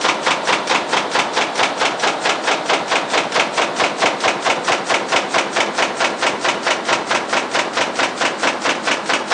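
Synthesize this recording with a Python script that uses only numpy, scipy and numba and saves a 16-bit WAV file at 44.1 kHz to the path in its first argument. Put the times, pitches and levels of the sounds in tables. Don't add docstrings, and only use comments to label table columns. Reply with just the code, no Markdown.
import sys
import numpy as np
from scipy import signal
from scipy.fft import rfft, irfft, next_fast_len
from scipy.io import wavfile
from scipy.ndimage import uniform_filter1d
from numba import njit

SR = 44100
rng = np.random.default_rng(int(sys.argv[2]) if len(sys.argv) > 2 else 0)


def put_to_file(sound):
    columns = np.atleast_2d(sound).T
    safe = np.clip(columns, -1, 1)
    whole_steps = np.round(safe * 32767)
    wavfile.write(sys.argv[1], SR, whole_steps.astype(np.int16))


N = 411453

# [t/s after the punch lands, relative level/dB]
PUNCH_HITS = [(-.0005, -2), (.0048, 1.5), (.0135, -1), (.021, -14), (.029, -7)]
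LIFT_HITS = [(.0385, -1.5), (.042, 1.5), (.0505, -4.5), (.0565, -11), (.066, -8), (.074, -17), (.098, -13)]
FEED_HITS = [(-.060, -20), (-.035, 4.5), (-.021, 0.5), (-.013, 5.5), (-.006, 5.5)]
# [t/s after the punch lands, relative level/dB]
THUD_HITS = [(.021, 2.5), (.029, 1.5), (.068, -5), (.107, -2), (.123, -6.5)]
# [f/Hz, relative level/dB]
FRAME_MODES = [(345, -7), (425, -6), (474, -7), (517, -2), (640, -3), (668, 0), (762, -3), (805, -2),
               (867, -3), (980, -7), (1045, 0), (1090, -3), (1254, -2), (1402, -4), (1533, -3), (1634, -4)]
TOOL_MODES = [(276, -7), (334, -1), (401, -6), (530, -1), (563, -1), (600, -1), (711, -1), (936, 0),
              (990, -2), (1320, -3), (1367, 0), (1682, -4), (2210, -1), (2245, 1), (2417, -1), (2557, -3),
              (2592, 0), (2700, -2), (2815, -4), (3060, -5), (3577, -5)]
# [f/Hz, relative level per Hz/dB]
PUNCH_COLOUR = [(50, -42.5), (120, -25), (230, -28), (400, -5.5), (700, 4), (1100, 1.5), (1700, 1.5),
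                (2500, -3), (3500, -5), (4500, -7.5), (6000, -11), (8000, -22.5), (10000, -88)]
LIFT_COLOUR = [(50, -43), (120, -28), (230, -28), (400, -18), (700, -9.5), (1300, -4.5), (1750, -11),
               (2250, -6.5), (2700, -7), (3400, -12.5), (4400, -18), (6000, -16), (8000, -23), (10000, -35)]
FEED_COLOUR = [(100, -33), (350, -19), (800, -22), (1400, 12.5), (2500, 8), (4000, 7), (5700, 9),
               (8000, -6.5), (10000, -3)]
THUD_COLOUR = [(40, -43), (80, -21.5), (130, -12), (230, -4), (380, -2), (650, -2), (1000, -2),
               (1600, -14.5), (4000, -62)]
# [f/Hz, relative level per Hz/dB]
SLIDE_COLOUR = [(500, -52), (2000, -10), (4000, 0.5), (5700, 3.5), (7000, 6.5), (8500, 5.5), (10000, -18)]
DRIVE_COLOUR = [(25, -42), (50, -45.5), (80, -22.5), (120, -12.5), (210, 1), (370, 2.5), (700, 3),
                (1050, -0.5), (1700, -6.5), (2700, -18.5), (4000, -13), (6000, -25.5), (10000, -31.5)]
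# [t/s, relative level/dB]
SQUEAKS = [(0.017, -29.4), (1.342, -30.5), (1.559, -31), (2.002, -29.4), (4.651, -31.5), (5.096, -31)]
# [t/s, relative level/dB]
SLAPS = [(0.473, -17.5), (0.697, -16.5), (3.345, -20), (4.45, -19.5), (9.305, -20.5)]
# [dense body/s, dense treble/s, strong modes towards 0 Hz/s]
PUNCH_T60_S = (.095, .115, .22)
LIFT_T60_S = (.10, .135, .38)

FIRST_S, TURN_S = .0447, .220694
STARTS_S = FIRST_S + TURN_S * np.arange(-2, 43)
AGE_S = np.arange(20000) / SR
TIME_S = np.arange(N) / SR
TOP_HZ = 9900

PUNCH_DB, LIFT_DB, FEED_DB = 0.59, -1.65, -2.5
DRIVE_DB, DRIVE_FADE_DB_PER_S = 1.6, .17
SQUEAK_CHANCE, SQUEAK_DB, SQUEAK_LEAD_S, STICKS_UNTIL_S = .5, -34, .024, 5.7
SWING_S, SWING_TAKES_S = 1.44, 0.38
HOLLOW_START_HZ, HOLLOW_END_HZ, HOLLOW_WIDTH_HZ = 945, 690, 190.0
HOLLOW_DB, HOLLOW_LEFT_S, HOLLOW_FADE_DB_PER_S = -8.5, 4, 5.5
BRIGHT_HZ, BRIGHT_WIDTH_HZ = 3540.0, 770.0
BRIGHT_DB, BRIGHT_SHADED_S, BRIGHT_FADE_DB_PER_S = -7.5, 3.3, 7.5


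def punch():
    body_t60_s, treble_t60_s, mode_t60_s = PUNCH_T60_S
    crash = clatter(PUNCH_HITS, PUNCH_COLOUR, body_t60_s, treble_t60_s,
                    repeat_hz=1830, scatter_db=0.0, crack=0.62)
    frame = clang(FRAME_MODES, offset_s=-0.00049, t60_s=mode_t60_s, half_hz=1770,
                  wander_db=2.0, scatter_db=0.0)
    return undb(-17.5) * crash + undb(-21) * frame


def lift_off():
    body_t60_s, treble_t60_s, mode_t60_s = LIFT_T60_S
    crash = clatter(LIFT_HITS, LIFT_COLOUR, body_t60_s, treble_t60_s,
                    repeat_hz=3300, scatter_db=1.5, crack=0.94)
    tool = clang(TOOL_MODES, offset_s=.041, t60_s=mode_t60_s, half_hz=1120,
                 wander_db=1.0, scatter_db=0.2)
    return undb(-15.5) * crash + undb(-22.5) * tool


def feed():
    ticks = clatter(FEED_HITS, FEED_COLOUR, t60_s=0.1, treble_t60_s=0.12,
                    repeat_hz=2200, scatter_db=3.0, crack=0.25)
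    speed = np.exp(-((AGE_S - TURN_S / 2) / 0.037) ** 2)
    grip = undb(1.5 * rng.standard_normal((len(STARTS_S), 1)))
    hiss = grip * speed * dense_ring(SLIDE_COLOUR, repeat_hz=3000)
    slide = each_turn(hiss, -.008 - TURN_S / 2)
    return undb(-30.5) * ticks + undb(-31.5) * slide + squeaks()


def squeaks(squeak_hz=5780, waver_rms_hz=70, length_s=0.0088):
    sticks = (rng.random(len(STARTS_S)) < SQUEAK_CHANCE) & (STARTS_S < STICKS_UNTIL_S)
    faint = [(s - SQUEAK_LEAD_S, SQUEAK_DB) for s in STARTS_S[sticks]]
    swells = [undb(db) * np.exp(-((TIME_S - s) / length_s) ** 2) for s, db in SQUEAKS + faint]
    waver = unit(uniform_filter1d(rng.standard_normal(N), size=100))
    hz = squeak_hz + waver_rms_hz * waver
    tone = unit(np.sin(2 * np.pi * np.cumsum(hz) / SR))
    return np.max(swells, axis=0) * tone


def slaps(t60_s=0.13):
    envelope = sum((TIME_S > s) * undb(db - 60 * np.abs(TIME_S - s) / t60_s) for s, db in SLAPS)
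    return envelope * tint(rng.standard_normal(N), PUNCH_COLOUR)


def crank():
    knocks = clatter(THUD_HITS, THUD_COLOUR, t60_s=0.16, treble_t60_s=0.092,
                     repeat_hz=1500, scatter_db=2.5, crack=0.16)
    return undb(-23.0) * knocks


def drive():
    window = np.sin(np.pi * np.minimum(AGE_S / (2 * TURN_S), 1))
    churn = each_turn(window * dense_ring(DRIVE_COLOUR, repeat_hz=1210), 0)
    rumble = tint(rng.standard_normal(N), DRIVE_COLOUR)
    return undb(-29.0) * churn + undb(-31.5) * rumble


def hollow(press):
    swung = (1 + np.tanh((TIME_S - SWING_S) / SWING_TAKES_S)) / 2
    hz = HOLLOW_START_HZ + (HOLLOW_END_HZ - HOLLOW_START_HZ) * swung
    gain = fading(HOLLOW_DB, HOLLOW_LEFT_S, HOLLOW_FADE_DB_PER_S)
    return gain * resonance(press, hz, HOLLOW_WIDTH_HZ)


def open_side(press):
    bright = resonance(press, np.full(N, BRIGHT_HZ), BRIGHT_WIDTH_HZ)
    return fading(BRIGHT_DB, BRIGHT_SHADED_S, BRIGHT_FADE_DB_PER_S) * bright


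def hall(x, low_t60_s, high_t60_s, wet_db):
    age_s = np.arange(SR) / SR
    low, high = split(rng.standard_normal(SR), 3800)
    tail = low * undb(-60 * age_s / low_t60_s) + 0.54 * high * undb(-60 * age_s / high_t60_s)
    tail *= 1 - np.exp(-age_s / 0.041)
    echo = signal.fftconvolve(x, tail / np.linalg.norm(tail))[:N]
    return x + undb(wet_db) * echo


def clatter(hits, colour, t60_s, treble_t60_s, repeat_hz, scatter_db, crack):
    low, high = split(dense_ring(colour, repeat_hz), 1560)
    body = low * decay(hits, t60_s, scatter_db, crack)
    treble = high * decay(hits, treble_t60_s, scatter_db, crack)
    return each_turn(body + treble, hits[0][0])


def clang(modes, offset_s, t60_s, half_hz, wander_db, scatter_db, rise_s=0.0014):
    hz, db = np.transpose(modes)
    damping = np.log(1000) / t60_s * (1 + hz / half_hz)
    chance = rng.standard_normal((2, len(STARTS_S), len(hz)))
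    play = chance[0] * hz / 4500
    phase = rng.uniform(0, 2 * np.pi, len(hz)) + 0.38 * drifting(len(hz), count=4) + play
    size = undb(db + wander_db * drifting(len(hz), count=6) + scatter_db * chance[1])
    oscillations = np.exp((2j * np.pi * hz - damping)[:, None] * AGE_S)
    rings = (size * np.exp(1j * phase)) @ oscillations
    return each_turn(rings.imag * (1 - np.exp(-AGE_S / rise_s)), offset_s)


def dense_ring(colour, repeat_hz):
    f = np.fft.rfftfreq(len(AGE_S), 1 / SR)
    f = f[f < TOP_HZ]
    alike = .92 * low_share(len(AGE_S), repeat_hz)[:len(f)]
    pattern = drifting(2 * len(f), count=5).view(complex)
    fresh = rng.standard_normal((len(STARTS_S), 2 * len(f))).view(complex)
    hz, db = np.transpose(colour)
    gain = undb(np.interp(np.log(np.maximum(f, 1)), np.log(hz), db))
    spectrum = gain * (np.sqrt(alike) * pattern + np.sqrt(1 - alike) * fresh)
    return unit(irfft(spectrum, len(AGE_S)))


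def decay(hits, t60_s, scatter_db, crack, crack_s=0.0015, rise_s=0.00089):
    s, db = np.transpose(hits)
    age_s = np.maximum(AGE_S - (s - s[0])[:, None], 0)
    fall = np.exp(-np.log(1000) * age_s / t60_s) + crack * np.exp(-age_s / crack_s)
    shape = (1 - np.exp(-age_s / rise_s)) * fall
    force = undb(db + scatter_db * rng.standard_normal((len(STARTS_S), len(s))))
    return np.sqrt(force ** 2 @ shape ** 2)


def drifting(size, count):
    place = np.linspace(0, count - 1, len(STARTS_S))[:, None] - np.arange(count)
    return np.cos(np.pi / 2 * np.clip(place, -1, 1)) @ rng.standard_normal((count, size))


def each_turn(rows, offset_s):
    out = np.zeros(N + 2 * SR)
    for s, row in zip(STARTS_S, rows):
        i = int((s + offset_s + 1) * SR)
        out[i:i + len(row)] += row
    return out[SR:SR + N]


@njit
def resonance(x, hz, width_hz):
    y, band, low = np.empty(len(x)), 0., 0.
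    for i in range(len(x)):
        g, k = np.tan(np.pi * hz[i] / SR), width_hz / hz[i]
        v = (band + g * (x[i] - low)) / (1 + g * (g + k))
        band, low, y[i] = 2 * v - band, low + 2 * g * v, k * v
    return y


def tint(x, colour):
    hz, db = np.transpose(colour)
    size = next_fast_len(x.shape[-1])
    f = np.maximum(np.fft.rfftfreq(size, 1 / SR), 1)
    gain = undb(np.interp(np.log(f), np.log(hz), db))
    return unit(irfft(rfft(x, size) * gain, size)[..., :x.shape[-1]])


def split(x, hz):
    spectrum, low = rfft(x), low_share(x.shape[-1], hz)
    return irfft(spectrum * np.sqrt(low)), irfft(spectrum * np.sqrt(1 - low))


def low_share(size, hz):
    return 1 / (1 + (np.fft.rfftfreq(size, 1 / SR) / hz) ** 4)


def fading(db, from_s, db_per_s):
    return undb(db - db_per_s * np.maximum(TIME_S - from_s, 0))


def undb(db):
    return 10 ** (np.asarray(db) / 20)


def unit(x):
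    return x / np.sqrt(np.mean(x ** 2))


def scene():
    blows = undb(PUNCH_DB) * (punch() + crank()) + undb(LIFT_DB) * lift_off()
    strokes = blows + undb(FEED_DB) * feed() + slaps()
    echoed = hall(strokes, low_t60_s=0.45, high_t60_s=0.41, wet_db=-14.5)
    press = echoed + fading(DRIVE_DB, 0, DRIVE_FADE_DB_PER_S) * drive()
    return (press + hollow(press) + open_side(press))[None]


def record(dry):
    ceiling, bass_hz = 1.1, 65
    rounded = ceiling * np.tanh(dry / ceiling)
    thinned = signal.sosfilt(signal.butter(2, bass_hz, "high", fs=SR, output="sos"), rounded)
    return signal.sosfilt(signal.ellip(12, .2, 80, TOP_HZ, fs=SR, output="sos"), thinned)


dry = scene()
out = record(dry)
put_to_file(out)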